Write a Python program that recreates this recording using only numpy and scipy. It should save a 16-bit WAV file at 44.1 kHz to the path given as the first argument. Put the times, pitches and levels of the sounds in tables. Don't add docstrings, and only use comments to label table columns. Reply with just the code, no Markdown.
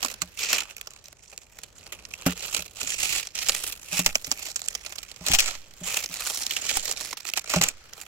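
import sys
import numpy as np
from scipy import signal
from scipy.fft import rfft, irfft, next_fast_len
from scipy.io import wavfile
from scipy.ndimage import uniform_filter1d, map_coordinates

SR = 44100
rng = np.random.default_rng(int(sys.argv[2]) if len(sys.argv) > 2 else 0)


def generate_wav(signal):
    frames = np.transpose(np.atleast_2d(signal))
    scaled = np.clip(frames, -1, 1) * 32767
    pcm = np.round(scaled).astype(np.int16)
    wavfile.write(sys.argv[1], SR, pcm)


N = 355887

BODY_HZ, SIZZLE_HZ = 1500, 8500
BANDS_HZ = 200 * 2 ** np.arange(0, 6.3, .4)


def undb(db):
    return 10 ** (np.asarray(db) / 20)


def level(x, db):
    return x * undb(db) / np.sqrt(np.mean(x ** 2))


def colour(x, points):
    hz, db = np.transpose(points)
    size = next_fast_len(N)
    f = np.maximum(np.arange(size // 2 + 1) * SR / size, 1)
    gain = undb(np.interp(np.log(f), np.log(hz), db))
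    return irfft(rfft(x, size) * gain, size)[..., :N]


def split(x):
    cuts = ((BODY_HZ, "low"), ([BODY_HZ, SIZZLE_HZ], "band"), (SIZZLE_HZ, "high"))
    return [signal.sosfilt(signal.butter(3, hz, kind, fs=SR, output="sos"), x) for hz, kind in cuts]


def fade(x, t60):
    return signal.lfilter([1], [1, -np.exp(-np.log(1000) / (t60 * SR))], x)


def walk(rate):
    hold = int(SR / rate)
    steps = np.repeat(rng.standard_normal(N // hold + 1), hold)
    return 1.3 * uniform_filter1d(uniform_filter1d(steps, hold), hold)[:N]


def ports(alike):
    mid, side = rng.standard_normal((2, N))
    c = np.clip(alike, 0, 1)
    return (np.sqrt(1 + c) * mid + np.sqrt(1 - c) * side * np.array([[1], [-1]])) / np.sqrt(2)


def curves(table):
    s, *columns = np.transpose(table)
    return [np.interp(np.arange(N) / SR, s, c) for c in columns]


def region(body, crackle, sizzle):
    return [body if hz < BODY_HZ else crackle if hz < SIZZLE_HZ else sizzle for hz in BANDS_HZ]


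def band(x, hz):
    b, a = signal.iirpeak(hz, 3, SR)
    return signal.lfilter(b, a, signal.lfilter(b, a, x))


# pitch_hz, gain_db (relative)
YARD_SPECTRUM = [(24, -31), (40, 12), (269, -5), (585, -3), (715, -8), (1680, -10), (2570, -13.5),
                 (3470, -17), (6170, -13), (8770, -53), (14500, -51), (16000, -33)]
# time_s, gain_db
YARD_SWELL = [(0, 11), (1.2, -4), (2.2, -8), (5.1, 6), (5.55, 1), (6.5, 18), (7.8, 9.5), (8.07, 3)]


def yard(level_db=-54.5, wander_db=2.0):
    alike, scattered = ports(0.62), ports(0.033)
    body, crackle, sizzle = split(colour(np.array([alike, scattered]), YARD_SPECTRUM))
    hum = body[0]
    hiss = (crackle[1] + sizzle[1]) * undb(curves(YARD_SWELL)[0])
    return level(hum + hiss, level_db) * undb(wander_db * walk(3.21))


# full_strength_s, swell_s (at least 0.005 is used), hold_s,
# level_db (drive of the rustle and rumble)
PULLS = [(0.05, 0.06, .02, -33), (0.4, 0.037, 0.13, -29), (.525, 0.0751, 0.03, -26),
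         (0.689, 0.11, 0.011, -44.5), (2.277, 0.12, 0.026, -35), (2.43, 0.061, 0.031, -32.5),
         (2.58, 0.271, 0.0013, -28.5), (2.8, 0.052, 0.15, -35), (3.018, 0.0745, 0.17, -26.5),
         (3.372, 0.04, 0.31, -31), (3.977, .12, 0.00092, -23), (4.075, 0.039, 0.026, -37),
         (4.493, 0.511, 0.0088, -33), (4.697, 0.21, 0.00085, -35.5), (4.866, 0.35, 0.13, -44),
         (5.271, 0.054, 0.054, -27.5), (5.387, 0.0048, 0.039, -23.5), (5.42, 0.027, 0.081, -30),
         (5.512, 0.15, 0.034, -39), (5.858, 0.0315, 0.083, -27), (5.995, 0.14, 0.053, -34),
         (6.153, 0.067, 0.049, -39), (6.407, 0.574, 0.013, -30.5), (6.491, 0.17, 0.12, -36),
         (6.765, 0.3, .001, -24.5), (6.909, 0.31, 0.0011, -29), (7.0, 0.3, 0.088, -33),
         (7.179, 0.073, 0.00083, -42), (7.273, 0.022, 0.0008, -34.5), (7.372, 0.037, 0.00077, -36.5),
         (7.504, 0.051, 0.044, -28), (7.633, 0.026, 0.0066, -25.5), (8, 0.14, 0.00048, -49.5)]


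def handling(swell_db=20, fade_db_per_s=262, rest_db=-55):
    t = np.arange(N) / SR
    power = np.full(N, undb(2 * rest_db))
    for s, swell, hold, db in PULLS:
        before = swell_db * np.maximum(s - t, 0) / max(swell, .005)
        after = fade_db_per_s * np.maximum(t - s - hold, 0)
        power = power + undb(2 * (db - before - after))
    return 10 * np.log10(power)


def rumble(db, follow=0.47, gain_db=-41, jolt_db=2.0):
    spectrum = [(8, -15), (25, 3.5), (70, -4.5), (160, -8.5), (400, -42)]  # pitch_hz, gain_db
    low = level(colour(ports(0.68), spectrum), gain_db)
    return low * undb(follow * db + jolt_db * walk(18))


# start_s, level_db (before the port balance),
# length_s (time scale of the swing)
SHOVES = [(3.483, -36.5, 0.061), (4.059, -27, 0.044), (5.335, -20, 0.078), (6.766, -30, 0.039),
          (7.644, -35.5, 0.071)]


def shoves(right_db=4, damping=0.73):
    out = np.zeros(N)
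    for s, db, length in SHOVES:
        u = np.maximum(np.arange(N) / SR - s, 0) / length
        drop = 1 - np.exp(-12 * u)
        swing = np.exp(-damping * u) * np.cos(1.873 * u)
        out -= undb(db) * drop * swing
    return out * undb([[-right_db / 2], [right_db / 2]])


# start_s, level_db (strength of the push), contact_s (half the length of the push)
KNOCKS = [(0.215, -28.5, 0.0054), (2.263, -7.5, 0.002), (2.581, -26.5, 0.0058), (2.819, -29.5, 0.007),
          (3.92, -27, 0.0055), (3.992, -21, 0.00075), (4.06, -25.5, 0.0013), (4.275, -31.5, 0.0016),
          (5.207, -30.5, 0.0029), (5.296, -15.5, 0.0044), (5.807, -26.5, 0.0065), (6.091, -32.5, 0.0057),
          (6.765, -33, 0.0064), (7.559, -9, 0.0029), (7.606, -17.5, 0.0031)]
# pitch_hz, level_db, t60_s
TABLE_MODES = [(73, -16, 0.19), (179.2, -9, 0.14), (268.3, -11, 0.065), (368, -12.5, 0.026),
               (612, -12.5, 0.071), (800, -15.5, 0.054), (1350, -15, 0.023)]


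def knocks(rattle=0.073, rattle_t60=0.058, right_db=1.4):
    blows = np.zeros(N + 999)
    for s, db, contact in KNOCKS:
        push = np.hanning(int(2 * contact * SR))
        blows[int(s * SR):][:len(push)] += undb(db) * push / push.sum()
    blows = blows[:N]
    rattle_noise = uniform_filter1d(rng.standard_normal(N), size=20)
    blows = blows + rattle * fade(blows, rattle_t60) * rattle_noise
    t = np.arange(SR // 2) / SR
    ring = -sum(undb(db) * np.sin(2 * np.pi * hz * t) * 1000. ** (-t / t60) for hz, db, t60 in TABLE_MODES)
    low_cut = signal.butter(2, 65, "high", fs=SR, output="sos")
    sound = signal.sosfilt(low_cut, signal.fftconvolve(blows, ring)[:N])
    return sound * undb([[-right_db / 2], [right_db / 2]])


def creases(rate, spread_db, own_db, t60, rise_t60):
    at = np.flatnonzero(rng.random(N) < rate / SR)
    size_db = spread_db * np.minimum(rng.exponential(size=len(at)), 2.5)
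    own_colour_db = own_db * rng.standard_normal((len(BANDS_HZ), len(at)))
    hits = np.zeros((len(BANDS_HZ), N))
    hits[:, at] = undb(size_db + own_colour_db)
    return fade(fade(hits, rise_t60), t60)


# time_s, left_minus_right_db,
# low_rustle_db (facets under 1500 Hz), high_rustle_db (facets from 8500 Hz up),
# taut_ring_db (added to the first ring), grain_db (creases against sliding hiss)
PLACE = [(0, -10.5, 3, -2, -2.5, 2), (.3, -14, 4, 3.5, 11, -1), (.45, -2.5, -3.5, -8.5, 18, -7),
         (.62, -7.5, 7.5, -4, 20.5, -5), (1.2, -7.5, -3.5, -5.5, -9, 2), (2.2, -6.5, 5, -1.5, 15.5, -2),
         (2.6, -9.5, 2, -2.5, 11, 3), (3.1, -9, -3.5, -0.5, 11.5, -9), (3.6, -7.5, -1, 0.5, 10, -3.5),
         (4.1, -5.5, 0.5, 0.5, 16.5, -1), (4.7, -9.5, 0, -3, -21, 3), (5.2, -12.5, 6.5, -5, -8, -3),
         (5.36, 5.5, -5, -8, 13, -13), (5.5, -9, -0.5, -6.5, -8, -11.5), (5.9, -5.5, 0.5, -0.5, 8.5, -2.5),
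         (6.5, -7, 1, 0, 7, 1), (6.8, -8.5, -0.5, -6, -32, -5.5), (7.3, -12.5, 1, -2, -4, 26),
         (7.62, -3.5, 5.5, -9, 21, -16), (8.07, -9, 7.5, 0, -44, 7)]


def rustle(db, busy_db=-38, busier=0.99, smooth=0.42, body_smooth=0.31, tick_db=-3,
           patchy_db=0.83, drown=0.63, drift_db=2.02, grit_db=2.0):
    _, low_db, high_db, _, grain_db = curves(PLACE)
    crowd = undb(busier * np.maximum(db - busy_db, 0))
    rasp = creases(170 * crowd, spread_db=2.5, own_db=5.5, t60=0.02, rise_t60=0.0047)
    rasp = level(rasp / crowd, 0)
    ticks = level(creases(45, spread_db=4.0, own_db=5.0, t60=0.014, rise_t60=0.0015), 0)
    ticks = ticks * undb(tick_db) / crowd ** drown
    wander_db = np.array([facet_db + drift_db * walk(7.0) for facet_db in region(low_db, 0, high_db)])
    grain = undb(grain_db)
    hiss = np.array(region(body_smooth, smooth, smooth))[:, None]
    texture = (grain * (rasp + ticks) + hiss) / (grain + hiss)
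    return texture * undb(db + patchy_db * walk(25) + grit_db * walk(300) + wander_db)


# start_s, level_db (drive before the facets' own lean),
# body_db (facets under 1500 Hz, relative to level_db), t60_s (at least 0.005, then scaled by facet)
SNAPS = [(0.0283, -6.5, -5, 0.022), (0.0479, -11, 0.5, 0.015), (0.1129, -26.5, -1.5, 0.046),
         (0.14, -21, -5, 0.013), (0.2181, -11, -2.5, 0.031), (0.5296, -5.5, -2.5, 0.021),
         (0.544, -16, -3, 0.014), (0.5821, -14.5, -13, 0.023), (0.604, -19, -21, 0.026),
         (0.6346, -30, -17, 0.017), (0.766, -27.5, -7, 0.02), (0.781, -28.5, -9, 0.015),
         (0.8122, -20, -8.5, 0.014), (0.8713, -29, 2.5, 0.03), (0.906, -32, -19, 0.015),
         (0.9355, -30, -20, 0.012), (0.962, -32.5, -6, 0.019), (1.041, -38, -20, 0.018),
         (1.0567, -33.5, -18, 0.024), (1.0832, -29, -11, 0.0082), (1.1273, -30.5, -4, 0.016),
         (1.3264, -37.5, 4.5, 0.062), (1.377, -22.5, -10, 0.013), (1.587, -29, -0.5, 0.016),
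         (1.634, -24, -6, 0.031), (1.866, -26, -3, 0.011), (1.9214, -25, -6.5, 0.088),
         (2.0515, -28.5, -6, 0.017), (2.137, -26, -14.5, 0.027), (2.2628, -16.5, 7.5, 0.053),
         (2.5471, -8.5, -7.5, 0.0096), (2.9028, -20, -16, 0.014), (2.9196, -21.5, -22, 0.057),
         (2.9998, -16.5, -14, 0.015), (3.051, -20.5, -15, 0.023), (3.0922, -29, -21, 0.024),
         (3.271, -23.5, -11, 0.015), (3.353, -16.5, -11, 0.018), (3.4858, -9, -7.5, 0.035),
         (3.494, -9, -8, 0.028), (3.548, -15.5, -10, 0.02), (3.723, -20, -18, 0.029),
         (3.992, -9, -5, 0.038), (4.0615, -2.5, -3, 0.036), (4.154, -7, -3, 0.019),
         (4.245, -21, -12, 0.036), (4.315, -12.5, 1, 0.021), (4.322, -16.5, -9, 0.015),
         (4.419, -33, -28, 0.013), (4.5598, -10.5, -14, 0.025), (4.685, -9, -32, 0.0043),
         (4.7507, -14.5, -8.5, 0.026), (4.8624, -23, -8, 0.024), (4.923, -26, -8, 0.017),
         (4.984, -27.5, -10, 0.012), (5.0303, -26, -7, 0.03), (5.115, -26.5, -4, 0.019),
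         (5.264, -17, -13, 0.03), (5.2839, -8, -6.5, 0.011), (5.316, -13, -13, 0.03),
         (5.324, -16, -23, 0.021), (5.3344, -6.5, -5.5, 0.076), (5.346, -11.5, -30, 0.063),
         (5.3863, -12, -13, 0.067), (5.394, -10, -22, 0.018), (5.403, -5.5, -29, 0.018),
         (5.459, -18, -24, 0.012), (5.968, -18.5, -10, 0.047), (6.1408, -16, -10, 0.012),
         (6.221, -20.5, -5, 0.027), (6.266, -26, 2, 0.03), (6.298, -22, -1, 0.03),
         (6.4119, -33, -14, 0.034), (6.4652, -15.5, -6, 0.014), (6.508, -18.5, -13, 0.043),
         (6.535, -22, -21, 0.027), (6.5642, -17, -9, 0.066), (6.577, -26, -6, .02),
         (6.666, -27, -24, 0.035), (6.69, -16.5, -23, 0.089), (6.7118, -14, -1, 0.014),
         (6.7701, -6, -5, 0.018), (6.855, -17, -21, 0.021), (6.893, -25, -2, 0.034),
         (6.913, -11, -20, 0.0082), (6.934, -24, -2, 0.028), (7.009, -23, 0.5, 0.029),
         (7.0568, -19.5, -29, 0.0087), (7.1281, -19, 3, 0.023), (7.1709, -23.5, -3, 0.021),
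         (7.252, -16, -7, 0.0098), (7.2895, -26, -3, 0.03), (7.336, -16, -5.5, 0.014),
         (7.3727, -17, -2, 0.038), (7.394, -21, -14, 0.013), (7.4431, -22, -1.5, 0.0098),
         (7.4953, -28, -11, 0.068), (7.5375, -10.5, 5, 0.027), (7.56, -19, 8, 0.045),
         (7.6131, -11, -0.5, 0.043), (7.623, -18, -12, 0.012), (7.6372, -6.5, -28, 0.016),
         (7.6855, -14, -36, 0.026), (7.934, -22.5, -16, 0.0093), (8.0136, -24, -14, 0.036)]


def snaps(click=5.3, body_click=10.2, crack=0.63, crack_s=0.0011, rise_s=0.00076, own_db=4.0,
          crackle_db=-4, sizzle_db=-6, ragged_db=3.0, bursts_per_s=1300):
    strokes, clicks = np.zeros((2, len(BANDS_HZ), N))
    t = np.arange(SR // 8) / SR
    t60_scale = np.array(region(1.28, 0.92, 0.84))[:, None]
    leans = rng.standard_normal((len(SNAPS), len(BANDS_HZ)))
    for (s, db, low_db, t60), lean in zip(SNAPS, leans):
        i = int(s * SR)
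        u = t[:N - i]
        facets = undb(db + np.array(region(low_db, crackle_db, sizzle_db)) + own_db * lean)[:, None]
        tail = 1000. ** (-u / (max(t60, .005) * t60_scale))
        shape = tail + crack * np.exp(-u / crack_s)
        clicks[:, i] = region(body_click, click, click) * facets[:, 0]
        strokes[:, i:i + len(u)] += facets * shape * (1 - np.exp(-u / rise_s))
    spikes = level(undb(ragged_db * walk(bursts_per_s)), 0)
    return strokes * spikes, clicks


# pitch_hz, width_hz, added_db (before flexing)
RINGS = [(2650, 430, -4.5), (561, 185, -10), (2477, 1760, 4), (8260, 1700, -5.5)]
# pitch_hz, gain_db (relative)
FILM_SPECTRUM = [(150, -16.5), (383, -12), (689, -9), (790, -7.5), (1020, -12), (1240, -8), (1630, -14),
                 (2400, -10), (3490, -10), (7180, -1), (8730, -10.5), (14800, -6.5), (16000, -1.5)]


def sheet(strokes, clicks, gain_db=4, alike_hz=1300, least_alike=0.35, lag_s=0.00011, flex_db=1.5):
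    balance_db, _, _, taut_db, _ = curves(PLACE)
    sides_db = np.array([[1], [-1]]) * balance_db / 2
    out = 0
    for hz, stroke, click, shade in zip(BANDS_HZ, strokes, clicks, region(0, 0.88, 0.5)):
        alike = max(1 / (1 + (hz / alike_hz) ** 2), least_alike)
        drive = click + stroke * ports(alike)
        out = out + band(undb(shade * sides_db) * drive, hz)
    rings = []
    for hz, width, db in RINGS:
        ring = signal.lfilter(*signal.iirpeak(hz, hz / width, SR), out)
        rings.append(undb(db + flex_db * walk(6.5)) * ring)
    left, right = out + rings[0] * undb(taut_db) + sum(rings[1:])
    right = map_coordinates(right, [np.arange(N) + lag_s * SR * walk(4)], mode="mirror")
    return colour(np.array([left, right]), FILM_SPECTRUM) * undb(gain_db)


def scene():
    background = yard()
    db = handling()
    strokes, clicks = snaps()
    film = sheet(strokes + rustle(db), clicks)
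    return background + rumble(db) + shoves() + knocks() + film


def record(dry):
    rounded = .97 * np.tanh(dry / .97)
    return signal.sosfilt(signal.ellip(10, .2, 95, 15800, fs=SR, output="sos"), rounded)


dry = scene()
out = record(dry)
generate_wav(out)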